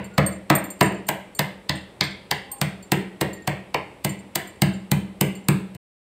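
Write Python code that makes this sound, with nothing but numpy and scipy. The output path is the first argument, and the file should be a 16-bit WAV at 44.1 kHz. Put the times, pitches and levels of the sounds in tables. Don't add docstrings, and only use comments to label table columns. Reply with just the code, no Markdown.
import sys
import numpy as np
from scipy import signal
from scipy.fft import rfft, irfft
from scipy.io import wavfile

SR = 44100
rng = np.random.default_rng(int(sys.argv[2]) if len(sys.argv) > 2 else 0)


def unload_wav(signal):
    wavfile.write(
        sys.argv[1],
        SR,
        np.round(np.clip(np.atleast_2d(signal).T, -1, 1) * 32767).astype(np.int16),
    )


N = 266364

# time in seconds, contact time in seconds,
# then levels in dB, before each layer's trim, of the counter's thump, the thud of the mortar's foot,
# the knock of its bowl and the crack of the pulp.
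BLOWS = [(-.125, 0.0065, -11, -17, -14.5, -36.5), (0.1805, 0.004, -10.5, -15.5, -14.5, -30.5),
         (0.5011, 0.0019, -13, -10, -11, -25), (0.8104, .004, -12.5, -11.5, -11.5, -23.5),
         (1.0884, 0.004, -27, -24.5, -20, -22), (1.3926, 0.002, -19.5, -25, -21, -22),
         (1.6944, 0.0024, -22, -27, -26, -34.5), (2.0101, 0.00071, -23, -26.5, -26, -37),
         (2.3129, 0.0018, -28, -27.5, -20, -28), (2.6149, 0.0012, -17, -32, -23.5, -24.5),
         (2.9193, 0.0023, -15, -15.5, -19.5, -22.5), (3.2123, 0.0045, -20, -17, -21.5, -27),
         (3.4757, 0.0039, -19.5, -25.5, -22, -30), (3.7449, 0.00095, -30.5, -23.5, -19, -38.5),
         (4.0473, 0.0048, -18.5, -24.5, -25.5, -24.5), (4.3567, 0.0036, -29.5, -26, -25, -21.5),
         (4.6195, 0.0032, -9.5, -21, -21, -22.5), (4.916, 0.0029, -11, -24, -25, -22.5),
         (5.211, 0.0025, -13.5, -18, -24, -19), (5.4858, 0.0008, -9.5, -17.5, -23.5, -20.5),
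         (5.7498, 0.0032, -33.5, -55.5, -50, -49.5)]
# low edge in Hz, high edge in Hz.
BLOW_RANGES = [(235, 520), (520, 1300), (1300, 3200), (3300, 5300), (5500, 16000)]
# frequency in Hz, relative level in dB, t60 in seconds, sign of the mode at the mortar.
COUNTER_MODES = [(81, -17, .5, -1), (109, -12, .29, -1), (124, -13, .45, -1), (139, -3.2, .24, -1),
                 (151, 0, .2, 1), (187, -7.6, .6, 1), (201, -8.7, .6, 1), (259, -24, .45, 1),
                 (316, -20, .4, 1)]
# frequency in Hz, relative level in dB, t60 in seconds.
MORTAR_MODES = [(326.3, -7, 0.04), (417.5, -9.5, 0.033), (540, -10.5, 0.03), (610, -6.5, 0.019),
                (801, -5, 0.015), (975, -9, 0.026), (1340, -7.5, 0.0026), (1518, -10, 0.013),
                (1985, 11, 0.0073), (2900, 3, 0.0037), (4000, -11.5, 0.0014), (4635, -3, 0.0019),
                (6130, -12.5, 0.0045), (8290, 14.5, 0.0023), (12140, 4.5, 0.0039), (13840, 8, 0.0049),
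                (15600, 1.5, 0.005)]
# frequency in Hz, relative level in dB, t60 in seconds.
RINGING_MODES = [(316, -3, .45), (418, -3, .5), (622, -5, .45), (760, -5, .3), (932, -4, .35),
                 (1024, -5, .35), (1280, -6, .45), (1875, 0, .45), (2070, 0, .4), (2130, -4, .4)]
# time in seconds, strength in dB.
CLINKS = [(0.0425, -47), (.263, -31.5), (.552, -24.5), (.703, -38), (0.8257, -35), (0.858, -43.5),
          (1.0674, -47), (1.3494, -45), (1.361, -52), (1.754, -47.5), (2.036, -42.5), (2.516, -36.5),
          (2.826, -52.5), (3.3316, -45.5), (4.093, -41.5), (4.473, -50), (4.7357, -56), (5.352, -56.5)]
# frequency in Hz, relative level in dB, t60 in seconds.
BANGLE_MODES = [(4460, -11, .2), (7310, 0, .15), (8515, 0, .16), (8730, -13, .17), (11750, -14, .16),
                (13660, 0, .095), (13990, -13, .12)]
# frequency in Hz, level in dB against the direct sound, t60 in seconds.
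KITCHEN_DECAY = [(200, -1, 0.45), (443, 4, 0.54), (960, -3, 0.38), (1850, 5.5, 0.45), (3370, -2.5, 0.49),
                 (4800, -14, 0.38), (8400, -8, 0.36), (14000, -13.5, 0.25)]
# frequency in Hz, relative density in dB per Hz.
AIR_SPECTRUM = [(24, -47), (40, -6), (407, -7.5), (637, -9.5), (686, -17.5), (778, -11.5), (1520, -23.5),
                (1860, -21.5), (2160, -22.5), (2570, -22.5), (6480, -39.5), (8110, -31), (15500, -48)]
# centre in seconds, half-width of the swell in seconds, frequency in Hz, level in dB.
RUBS = [(0.148, 0.029, 1435, -51), (2.52, 0.076, 810, -45.5), (2.547, 0.036, 1046, -49),
        (3.363, 0.065, 1864, -48)]
# time in seconds, slope in dB per octave.
BRIGHTNESS = [(.8, -3.5), (1.09, -3), (1.69, 2), (2.01, 4.5), (2.31, 0), (2.62, 0), (3.74, -3.5),
              (4.2, 0.17), (5.49, -0.7)]
# frequency in Hz, dB at the usual strength, dB gained per dB of strength.
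CLINK_COLOUR = [(4420, -2, 0.56), (7070, -4, 0.44), (8400, -.5, 1), (11750, -5.5, 1.28),
                (13970, -5.5, 1.28)]

AIR_DB = -48.5
STOP_S, CUTOFF_HZ = 5.768, 15650
USUAL_THUMP_DB, LEAD_NOISE_DB, LEAD_NOISE_LOSS = -14.5, -17.5, .5
USUAL_CLINK_DB = -47
USUAL_CRACK_DB, BOOM_TILT_GAIN, BOOM_TILT_LIMIT = -24.5, 0.82, 6
REBOUND_S, REBOUND_LOSS_DB = .075, 18.5
CLANG_OCTAVES, BITE_OCTAVES = 1.11, 2.65
USUAL_BRIGHTNESS, FORCE_TILT_SHARE = -2.1, .5


def amp(db):
    return 10 ** (np.asarray(db) / 20)


def unit_energy(x):
    return x / np.sqrt(np.sum(x ** 2) + 1e-20)


def at_level(x, db):
    return amp(db) * np.sqrt(SR / 100) * unit_energy(x)


def at_hz(points, hz, column=1):
    points = np.array(points)
    return np.interp(np.log(hz), np.log(points[:, 0]), points[:, column])


def band(x, low_hz, high_hz, order=3):
    sos = signal.butter(order, [low_hz, high_hz], "band", fs=SR, output="sos")
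    return signal.sosfilt(sos, x + 1e-18)


def add(track, sound, s):
    start = round(s * SR)
    sound = sound[max(-start, 0):max(N - start, 0)]
    first = max(start, 0)
    track[first:first + len(sound)] += sound


def struck(modes, strengths, size=SR):
    t = np.arange(size) / SR
    total = np.zeros(size)
    for strength, (hz, db, t60, *_) in zip(strengths, modes):
        decay = amp(db - 60 * t / t60)
        total += strength * decay * np.sin(2 * np.pi * hz * t)
    return total


def kitchen(early_db=2.5, early_s=0.0086, first_s=0.0026):
    t = np.arange(SR) / SR
    edges = np.geomspace(180, 18000, 15)
    white = rng.standard_normal((2, SR))
    tail = np.zeros(SR)
    build_up = 1 - np.exp(-(t / first_s) ** 2)
    onset = build_up * (1 + amp(early_db) * np.exp(-t / early_s))
    for k, (low, high) in enumerate(zip(edges, edges[1:])):
        hz = np.sqrt(low * high)
        decay = amp(-60 * t / at_hz(KITCHEN_DECAY, hz, 2))
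        dying = band(white[k % 2] * onset * decay, low, high, order=2)
        direct_share = np.sqrt(2 * (high - low) / SR)
        tail += amp(at_hz(KITCHEN_DECAY, hz)) * direct_share * unit_energy(dying)
    return signal.unit_impulse(SR) + tail


def contact(t, contact_s, lead_noise_db, rise=0.4, fall=0.95, lead_noise_s=0.0024, solid_db=-6, evenness=0.97):
    width_s = contact_s * np.where(t < 0, rise, fall) + 1e-4
    swell = np.exp(-(t / width_s) ** 2)
    bottom = np.abs(t) == np.abs(t).min()
    snaps = unit_energy(swell * rng.standard_normal(len(t))) + amp(solid_db) * bottom
    spectrum = rfft(snaps)
    snaps = irfft(spectrum / np.sqrt(np.abs(spectrum) ** 2 + evenness), len(t))
    snaps = unit_energy(snaps * np.where(t < 0, np.sqrt(swell), 1))
    lead_noise_swell = np.exp(-(t / (lead_noise_s + contact_s / 2)) ** 2) * (t < 0)
    lead_noise = lead_noise_swell * rng.standard_normal(len(t))
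    return snaps + amp(lead_noise_db) * unit_energy(lead_noise)


def tilted(force, db_per_octave, low_hz=500, high_hz=5000):
    hz = np.clip(np.fft.rfftfreq(len(force), 1 / SR), low_hz, high_hz)
    return irfft(rfft(force) * amp(db_per_octave * np.log2(hz / low_hz)), len(force))


def pestle(ringing_db=-20, vary_db=2.0, thud_db=-0.17, knock_db=3.0, clang_db=4.0, bite_db=1.2, crack_db=0.5):
    lead_s = .015
    t = np.arange(round(2 * lead_s * SR)) / SR - lead_s
    body = struck(MORTAR_MODES, (-1) ** np.arange(len(MORTAR_MODES)), size=4096)
    out = np.zeros(N)
    for s, contact_s, thump, thud, knock, crack in BLOWS:
        ringing_strengths = amp(vary_db * rng.standard_normal(len(RINGING_MODES)))
        ringing = unit_energy(struck(RINGING_MODES, ringing_strengths))
        bright = np.interp(s, *np.transpose(BRIGHTNESS))
        force = contact(t, contact_s, LEAD_NOISE_DB - LEAD_NOISE_LOSS * (thump - USUAL_THUMP_DB))
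        force = tilted(force, FORCE_TILT_SHARE * (bright - USUAL_BRIGHTNESS))
        mortar = signal.fftconvolve(force, body)
        blow = signal.fftconvolve(mortar, kitchen() + amp(ringing_db) * ringing)
        levels = (thud + thud_db,
                  knock + knock_db,
                  knock + bright * CLANG_OCTAVES + clang_db,
                  knock + bright * BITE_OCTAVES + bite_db,
                  crack + crack_db)
        for (low, high), db in zip(BLOW_RANGES, levels):
            add(out, at_level(band(blow, low, high), db), s - lead_s)
    return out


def counter(boom_db=2.16, vary_db=1.5, detune=0.0088, lag_s=0.0023):
    hz, mode_db, t60, signs = np.transpose(COUNTER_MODES)
    out = np.zeros(N)
    for s, _, thump_db, _, _, crack_db in BLOWS:
        tilt_db = np.clip(BOOM_TILT_GAIN * (crack_db - USUAL_CRACK_DB), -BOOM_TILT_LIMIT, BOOM_TILT_LIMIT)
        chance = rng.standard_normal((2, len(hz)))
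        strengths = amp(tilt_db * np.log2(hz / hz[0]) + vary_db * chance[0])
        loaded = np.column_stack([hz * (1 + detune * chance[1]), mode_db, t60])
        boom = struck(loaded, signs * strengths)
        add(out, at_level(boom, thump_db + boom_db), s + lag_s)
    return out


def room_tone():
    hz = np.maximum(np.fft.rfftfreq(N, 1 / SR), 1)
    noise = irfft(rfft(rng.standard_normal(N)) * amp(at_hz(AIR_SPECTRUM, hz)), N)
    return amp(AIR_DB) * noise / noise.std()


def touches(count=2):
    found = []
    for s, db in CLINKS:
        for k in range(count):
            delay_s = k * REBOUND_S * rng.uniform(0.63, 1.3)
            found.append((s + delay_s, db - k * REBOUND_LOSS_DB))
    return found


def bangles(clink_db=8.0, vary_db=4.5, detune=0.0021, attack_s=.0005, tick_db=-17, tick_s=0.00075, wet_db=-4.0):
    out, modes = np.zeros(N), np.array(BANGLE_MODES)
    t = np.arange(SR // 2) / SR
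    attack = 1 - np.exp(-t / attack_s)
    colour_db = at_hz(CLINK_COLOUR, modes[:, 0])
    growth = at_hz(CLINK_COLOUR, modes[:, 0], 2)
    for s, db in touches():
        levels = USUAL_CLINK_DB + colour_db + growth * (db - USUAL_CLINK_DB)
        tick = band(rng.standard_normal(len(t)) * np.exp(-t / tick_s), 3500, 20000)
        add(out, at_level(tick, db + tick_db), s)
        for _ in range(2):
            chance = rng.standard_normal((2, len(modes)))
            ring = np.column_stack([modes[:, 0] * (1 + detune * chance[0]), modes[:, 1:]])
            strengths = amp(levels + clink_db + vary_db * chance[1])
            add(out, attack * struck(ring, strengths / 2, size=len(t)), s)
    reflected = signal.fftconvolve(out, kitchen())[:N] - out
    return out + amp(wet_db) * reflected


def rubbing(half_width_hz=14):
    out = np.zeros(N)
    t = np.arange(SR) / SR - .5
    for s, length_s, hz, db in RUBS:
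        tone = band(rng.standard_normal(SR), hz - half_width_hz, hz + half_width_hz, order=2)
        swelling = tone * np.exp(-(t / length_s) ** 2)
        add(out, amp(db) * np.sqrt(length_s * SR) * unit_energy(swelling), s - .5)
    return out


def scene():
    return (pestle() + counter() + room_tone() + bangles() + rubbing())[None]


def record(dry, top=0.72, bass_hz=55):
    heard = signal.sosfilt(signal.butter(2, bass_hz, "high", fs=SR, output="sos"), dry)
    rounded = top * np.tanh(heard / top)
    running = np.clip((STOP_S - np.arange(N) / SR) / 0.0037, 0, 1)
    lowpass = signal.ellip(10, .2, 80, CUTOFF_HZ, fs=SR, output="sos")
    return signal.sosfilt(lowpass, rounded * running)


dry = scene()
out = record(dry)
unload_wav(out)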